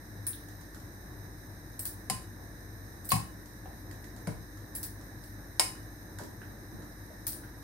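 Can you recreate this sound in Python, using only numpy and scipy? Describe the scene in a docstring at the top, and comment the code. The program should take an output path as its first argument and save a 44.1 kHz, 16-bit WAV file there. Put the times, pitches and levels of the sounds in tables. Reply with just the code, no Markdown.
"""Tongs in a simmering curry pan.

Fish is turned with steel tongs in a pan of curry on a gas hob in a small kitchen. The burner rumbles and
hisses throughout (shaped noise) over a mains hum (sines). Tong tips tick and arms clack on the rim (noise
bursts with decaying modes), ringing the sauce-damped pan, which thumps on its grate. Thick sauce plops
and simmers (short rising sines with noise); a faint high rattle of the tongs is made the same way."""
import sys
import numpy as np
from scipy import signal
from scipy.fft import rfft, irfft, next_fast_len
from scipy.io import wavfile

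SR = 44100
rng = np.random.default_rng(int(sys.argv[2]) if len(sys.argv) > 2 else 0)


def store_pcm(level_fs):
    """Save levels as 16-bit WAV."""
    pcm = np.round(np.clip(level_fs, -1, 1) * 32767).astype(np.int16)
    wavfile.write(sys.argv[1], SR, np.atleast_2d(pcm).T)


N = 336483
T = np.arange(int(0.7 * SR)) / SR  # time axis of every short sound, s


def undb(db):
    """Convert decibels to gain."""
    return 10 ** (np.asarray(db) / 20)


def pan(left_minus_right_db):
    """Gains of the two channels, the level difference split evenly between them."""
    return undb(np.array([[left_minus_right_db], [-left_minus_right_db]]) / 2)


def level(x, rms_db):
    """Set the rms level of a steady sound."""
    return x * undb(rms_db) / np.sqrt(np.mean(x ** 2))


def blow_level(x, db):
    """Set each channel's level of a short sound, as if its energy were spread over 10 ms."""
    rms = np.sqrt(np.sum(x ** 2, axis=-1, keepdims=True) / (SR / 100))
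    return x * undb(db) / rms


def colour(points):
    """Gain as a function of frequency, interpolated in dB over log frequency."""
    hz, db = np.transpose(points)
    return lambda f: undb(np.interp(np.log(f), np.log(hz), db))


def decay(t60_s):
    """Exponential fall of 60 dB in t60_s."""
    return np.exp(-np.log(1000) * T / t60_s)


def noise(size, gain, apart_hz=1100):
    """Coloured noise at two microphone ports: alike in the bass, unrelated in the treble."""
    length = next_fast_len(size)
    f = np.fft.rfftfreq(length, 1 / SR) + 1
    mid, side = rfft(rng.standard_normal((2, length)))
    side = side * np.minimum(f / apart_hz, 1)
    ports = np.array([mid + side, mid - side])
    return irfft(ports * gain(f), length)[:, :size]


def walk(rate_hz):
    """Slow random wander with a spread near 1: random points joined by lines."""
    steps = np.arange(N) / SR * rate_hz
    return np.interp(steps, np.arange(1000), rng.standard_normal(1000))


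def ring(modes, tilt_db_per_octave=0, apart_hz=1500):
    """Decaying modes, slightly detuned; the higher ones reach the two ports out of step."""
    out = 0
    for hz, db, t60_s in modes:
        spread = rng.uniform(-np.pi, np.pi) * min(hz / apart_hz, 1)
        phase = spread / 2 * np.array([[1], [-1]])
        detuned_hz = hz * (1 + 0.0037 * rng.standard_normal())
        gain = undb(db + tilt_db_per_octave * np.log2(hz))
        out = out + gain * decay(t60_s) * np.sin(2 * np.pi * detuned_hz * T + phase)
    return out


def crack(gain, rise_s, fall_s, chatter_db, chatter_s, room_db, t60_s, snap_hz=3500):
    """A brief bright noise burst, a slower chatter, then its wash from tiles and walls."""
    burst = noise(len(T), lambda f: gain(f) * f / np.hypot(f, snap_hz))
    burst = burst * (1 - np.exp(-T / rise_s)) * np.exp(-T / fall_s)
    chatter = noise(len(T), gain) * (1 - np.exp(-T / fall_s)) * np.exp(-T / chatter_s)
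    wash = noise(len(T), gain) * (1 - np.exp(-T / chatter_s)) * decay(t60_s)
    return blow_level(burst, 0) + blow_level(chatter, chatter_db) + blow_level(wash, room_db)


def kitchen(x, wet_db, t60_s, onset_s=0.0015):
    """Direct sound plus dense reflections of hob, tiles and walls, drawn anew for each sound."""
    tail = noise(len(T), np.ones_like, apart_hz=320)
    tail = tail * decay(t60_s) * (1 - np.exp(-(T / onset_s) ** 2))
    tail = tail / np.sqrt(np.sum(tail ** 2, axis=1, keepdims=True))
    return x + undb(wet_db) * signal.fftconvolve(x, tail, axes=1)[:, :len(T)]


def add(out, start_s, x):
    """Mix a short sound in at start_s."""
    start = int(start_s * SR)
    out[:, start:start + len(T)] += x[:, :N - start]


def burner():
    """The flame flutters low down; the gas jet hisses and sounds the resonances of the burner tube."""
    # rumble of the flame, relative spectrum: hz, level_db
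    flame_colour = [(20, -21), (45, -6), (70, -3.5), (105, 5), (135, -6), (205, -5.5), (245, -8.5),
                    (320, -4), (400, -13.5), (1000, -20.5), (2000, -33.5), (2800, -61), (16000, -92)]
    # hiss of the gas, relative spectrum: hz, level_db
    gas_colour = [(1000, -19), (2400, 0), (3100, -34), (4800, 9), (6500, 6), (7400, -2.5), (8600, 8),
                  (11000, 7), (13000, 8.5), (14500, 9.5), (16000, -9)]
    # jet and tube resonances, levels before flutter: centre_hz, nominal_width_hz, rms_db, left_minus_right_db
    burner_modes = [(1729, 338, -58, 0.5), (3912, 305, -67.5, 3.5), (5383, 260, -69, 5.5),
                    (6166, 340, -68, 4.5), (9430, 34, -79, 9.5), (9100, 1600, -70, 4),
                    (12100, 380, -64, 2.5)]
    flame = level(noise(N, colour(flame_colour), apart_hz=1110), -48.0)
    flame = flame * undb(1.25 * walk(10))
    gas = level(noise(N, colour(gas_colour)), -63.0)
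    for hz, width_hz, db, pan_db in burner_modes:
        resonance = noise(N, lambda f: 1 / (1 + (1.64 * (f - hz) / width_hz) ** 2))
        gas = gas + level(resonance, db) * pan(pan_db)
    return flame + gas * undb(0.39 * walk(27))


def hum():
    """Mains hum: harmonics wavering a little in level and phase."""
    # hum lines, levels before wavering: hz, rms_db
    hum_lines = [(50, -54), (100, -55.5), (300, -60.5)]
    t = np.arange(N) / SR
    out = 0
    for hz, db in hum_lines:
        wavering = undb(db + 1.2 * walk(3))
        out = out + wavering * np.sin(2 * np.pi * hz * t + 0.25 * walk(4))
    return np.sqrt(2) * out  # rms to peak


def tip_contact(db, edge_hz, spot_hz, spot_db=9, spot_width_hz=450, body_db=-23):
    """One touch of the thin steel tips: bright above an edge, favouring one resonance."""
    # contact noise of the tips, relative spectrum: hz, level_db
    tick_colour = [(1800, 16.5), (3000, 0.5), (4500, 2.5), (7000, -10), (9600, 1.5), (11500, -0.5),
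                   (13700, -24), (16000, 8)]
    # tip modes, relative levels: hz, level_db, t60_s
    tip_modes = [(4540, -1, 0.073), (5360, 4, 0.051), (7730, 1.5, .1), (8600, 2, 0.052), (9660, 0.5, 0.16),
                 (10400, -14, 0.068), (11000, -28, 0.059), (12500, 8, 0.1), (13700, 7, 0.09),
                 (15100, -16, 0.061)]

    def touch(f):
        return 1 / np.sqrt(1 + (edge_hz / f) ** 8) + undb(body_db) * f / (f + 1000)

    def spot(f):
        return 1 + (undb(spot_db) - 1) / (1 + (2 * (f - spot_hz) / spot_width_hz) ** 2)

    contact = crack(lambda f: colour(tick_colour)(f) * touch(f) * spot(f), rise_s=0.0011, fall_s=0.0011,
                    chatter_db=1.5, chatter_s=0.005, room_db=3.5, t60_s=0.33)
    excited = []
    for hz, mode_db, t60_s in tip_modes:
        drive_db = 20 * np.log10(touch(hz) * spot(hz)) + 4 * rng.standard_normal()
        excited.append((hz, mode_db + drive_db, t60_s))
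    tips = kitchen(ring(excited), wet_db=0.5, t60_s=0.2)
    return blow_level(blow_level(contact, 0) + blow_level(tips, -9), db)


def tong_ticks():
    """The springy tips touch and rebound twice, the second rebound after a shorter gap and weaker."""
    # ticks: start_s, level_db, lower_edge_hz, strongest_resonance_hz, first_rebound_after_s,
    # first_rebound_relative_db, left_minus_right_db
    ticks = [(0.2673, -23, 8200, 9550, 0.0061, -4, 0), (1.7928, -27, 7800, 8500, 0.0047, -5, 1),
             (1.8535, -24.5, 6400, 13900, 0.0092, -6, 1), (3.047, -40, 7750, 8450, .006, 3.5, 0),
             (3.089, -29.5, 7960, 13000, 0.0026, 2.5, -3), (3.1046, -27.5, 3530, 4200, 0.0088, 0, 6),
             (4.7508, -28.5, 6900, 10800, 0.0087, -1.5, 0), (4.8302, -27.5, 5700, 13800, .009, -4.5, 2),
             (5.2374, -46, 4500, 9400, .022, -4, 0), (7.2675, -22, 5600, 14000, 0.011, -7, 3),
             (7.3205, -36.5, 5200, 8800, 0.0094, 2, 6)]
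    gap_ratio, rebound_loss_db = 0.85, -10
    out = np.zeros((2, N))
    for start_s, db, edge_hz, spot_hz, gap_s, rebound_db, pan_db in ticks:
        touches = [(0, 0), (gap_s, rebound_db),
                   (gap_s * (1 + gap_ratio), rebound_db + rebound_loss_db)]
        for late_s, relative_db in touches:
            touch = tip_contact(db + relative_db, edge_hz, spot_hz)
            add(out, start_s + late_s, touch * pan(pan_db))
    return out


def rising_blip(hz, db, glide=0.046, splash_db=-11):
    """A brief decaying sine, rising in pitch like an air pocket in sauce, with a smack of noise."""
    t60_cycles = 14.7
    age = T * hz / t60_cycles
    envelope = np.exp(-np.log(1000) * age) * (1 - np.exp(-T * hz))
    pitch_hz = hz * (1 + glide * np.minimum(age, 1))
    tone = np.sin(2 * np.pi * np.cumsum(pitch_hz) / SR)
    smack = noise(len(T), lambda f: 1 / (f / hz + hz / f) ** 3)
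    blip = blow_level(tone * envelope, 0) + blow_level(smack * envelope, splash_db)
    return blow_level(kitchen(blip, wet_db=4.0, t60_s=0.38), db)


def spit(bubble_db):
    """Fine spray as the skin of a bubble tears: a burst of band-limited noise."""
    low_hz, high_hz, relative_db = 3600, 11500, -0.5

    def spray(f):
        return 1 / np.sqrt((1 + (low_hz / f) ** 8) * (1 + (f / high_hz) ** 8))

    burst = crack(spray, rise_s=0.0016, fall_s=0.002, chatter_db=-4.5, chatter_s=0.0066,
                  room_db=2, t60_s=0.33)
    return blow_level(burst, bubble_db + relative_db)


def rattle_and_sauce(pockets_per_gulp=5):
    """A faint tong rattle, plops, and gulps: a spit, then ever larger air pockets of falling pitch."""
    # single plops, and first a faint high rattle of the tongs: start_s, pitch_hz, level_db
    rattle_and_plops = [(0.332, 3800, -49.5), (3.657, 740, -43.5), (6.4171, 1590, -45.5), (6.724, 200, -41),
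                        (7.1029, 627, -47.5), (7.4363, 1540, -49)]
    # gulps: start_s, length_s, first_pitch_hz, last_pitch_hz, first_level_db, last_level_db
    gulps = [(4.271, 0.0048, 2140, 445, -48, -39), (6.186, .034, 1520, 240, -44.5, -43)]
    out = np.zeros((2, N))
    for start_s, hz, db in rattle_and_plops:
        add(out, start_s, rising_blip(hz, db))
    for start_s, length_s, first_hz, last_hz, first_db, last_db in gulps:
        add(out, start_s, spit(first_db))
        for part in np.linspace(0, 1, pockets_per_gulp):
            hz = first_hz * (last_hz / first_hz) ** part
            db = first_db + part * (last_db - first_db)
            add(out, start_s + part * length_s, rising_blip(hz, db))
    return out


def simmer():
    """Tiny bubbles of random size burst at random moments, each with a spit of spray."""
    bubbles_per_s, mid_db, spread_db = 2.5, -56.5, 7
    mid_hz, spread_octaves = 1180, 0.68
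    out = np.zeros((2, N))
    for when, size, strength in rng.uniform(-1, 1, (int(bubbles_per_s * N / SR), 3)):
        db = mid_db + spread_db * strength
        hz = mid_hz * 2 ** (spread_octaves * size)
        add(out, abs(when) * N / SR, rising_blip(hz, db) + spit(db))
    return out


def spot_ring(hz, t60_s, db):
    """The spot under the tongs swells within a few cycles and is soon damped by the sauce."""
    swell = 1 - np.exp(-T * hz / 3)
    return blow_level(kitchen(ring([(hz, 0, t60_s)]) * swell, wet_db=-8, t60_s=0.36), db)


def pan_blows():
    """The arm clacks on the rim, the pan rings, and its weight rocks the grate a moment later."""
    # blows: start_s, clack_db, chatter_relative_db, pan_ring_db, ring_tilt_db_per_octave, grate_thump_db,
    # spot_hz, spot_db, spot_t60_s, second_spot_hz, second_spot_db, left_minus_right_db
    blows = [(2.099, -26.5, 3, -37.5, -2.5, -31.5, 1040, -36.5, 0.25, 763, -36, 2),
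             (3.1186, -24, -0.5, -25.5, -7, -21.5, 1084, -23.5, 0.041, 2580, -37, 2),
             (4.273, -44.5, 2, -57, 3, -30, 170, -32, .07, 598, -43, 5),
             (5.5958, -19, 3, -27.5, 0, -55, 5100, -23.5, 0.013, 924, -37, 3)]
    # contact noise of the whole arm, relative spectrum: hz, level_db
    clack_colour = [(120, -26), (320, -3), (900, -1), (1300, -5), (2300, -1), (3500, -9), (5100, 2),
                    (5800, -8), (7200, -2), (9000, 3), (10500, 1), (11700, -6), (13500, -10), (16000, -12)]
    # pan modes, relative levels: hz, level_db, t60_s
    pan_modes = [(755, -8, .18), (788, -5, .2), (838, -6, .12), (935, -5, .09), (1006, -6, .2),
                 (1038, 0, .26), (1085, -3, .12), (1400, -9, .09), (1870, -5, .15), (2185, -2, .18),
                 (2498, -4, .18), (2929, -2, .2), (3844, -9, .25), (4690, -7, .2), (5060, -4, .22),
                 (6099, -10, .2), (7080, -8, .2), (8102, -3, .2), (8830, -2, .22), (9890, -4, .17),
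                 (10910, -9, .2)]
    # full pan rocking on its grate, relative levels: hz, level_db, t60_s
    grate_modes = [(65.3, -20, 0.61), (112.2, -6, 0.34), (160, 1, 0.14), (185, -1, 0.16), (237, -8.5, 0.18),
                   (296, -14, 0.13)]
    second_t60_s = 0.058
    # thumps above neutral tilt the grate modes towards the bass, in dB per octave for each dB
    rock_neutral_db, rock_tilt_per_db = -26.5, -0.3
    out = np.zeros((2, N))
    for (start_s, clack_db, chatter_db, ring_db, tilt_db, thump_db,
         spot_hz, spot_db, spot_t60_s, second_hz, second_db, pan_db) in blows:
        contact = crack(colour(clack_colour), rise_s=0.0005, fall_s=0.0007,
                        chatter_db=chatter_db, chatter_s=0.01, room_db=0.2, t60_s=0.32)
        rim = kitchen(ring(pan_modes, tilt_db), wet_db=0.0, t60_s=0.37)
        spots = spot_ring(spot_hz, spot_t60_s, spot_db) + spot_ring(second_hz, second_t60_s, second_db)
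        metal = blow_level(contact, clack_db) + blow_level(rim, ring_db) + spots
        rock_tilt_db = rock_tilt_per_db * max(thump_db - rock_neutral_db, 0)
        rocking = ring(grate_modes, rock_tilt_db, apart_hz=414)
        swell = 1 - np.exp(-(T / 0.017) ** 2)
        thump = kitchen(rocking * swell, wet_db=-6, t60_s=0.58)
        add(out, start_s, metal * pan(pan_db) + blow_level(thump, thump_db))
    return out


def scene():
    """Everything on the hob."""
    return burner() + hum() + tong_ticks() + rattle_and_sauce() + simmer() + pan_blows()


def record(dry, lag_s=0.0001, near_hz=700, top_hz=15750):
    """Two microphone ports colour the sound differently, bass reaches the left later, the top is cut."""
    # difference between the ports: hz, left_minus_right_db
    port_balance = [(60, 2), (150, 3), (300, -.5), (1100, 2), (1800, -4.5), (3000, -6.5), (5200, -7),
                    (7300, -7), (9400, 6.5), (11000, 2), (12500, -3.5), (16000, -2)]
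    f = np.fft.rfftfreq(N, 1 / SR) + 1
    balance = np.sqrt(colour(port_balance)(f))
    late = np.exp(-2j * np.pi * f * lag_s / (1 + (f / near_hz) ** 2))
    ports = irfft(rfft(dry) * np.array([balance * late, 1 / balance]), N)
    top_cut = signal.ellip(10, 0.2, 70, top_hz, fs=SR, output="sos")
    return signal.sosfilt(top_cut, ports)


dry = scene()
out = record(dry)
store_pcm(out)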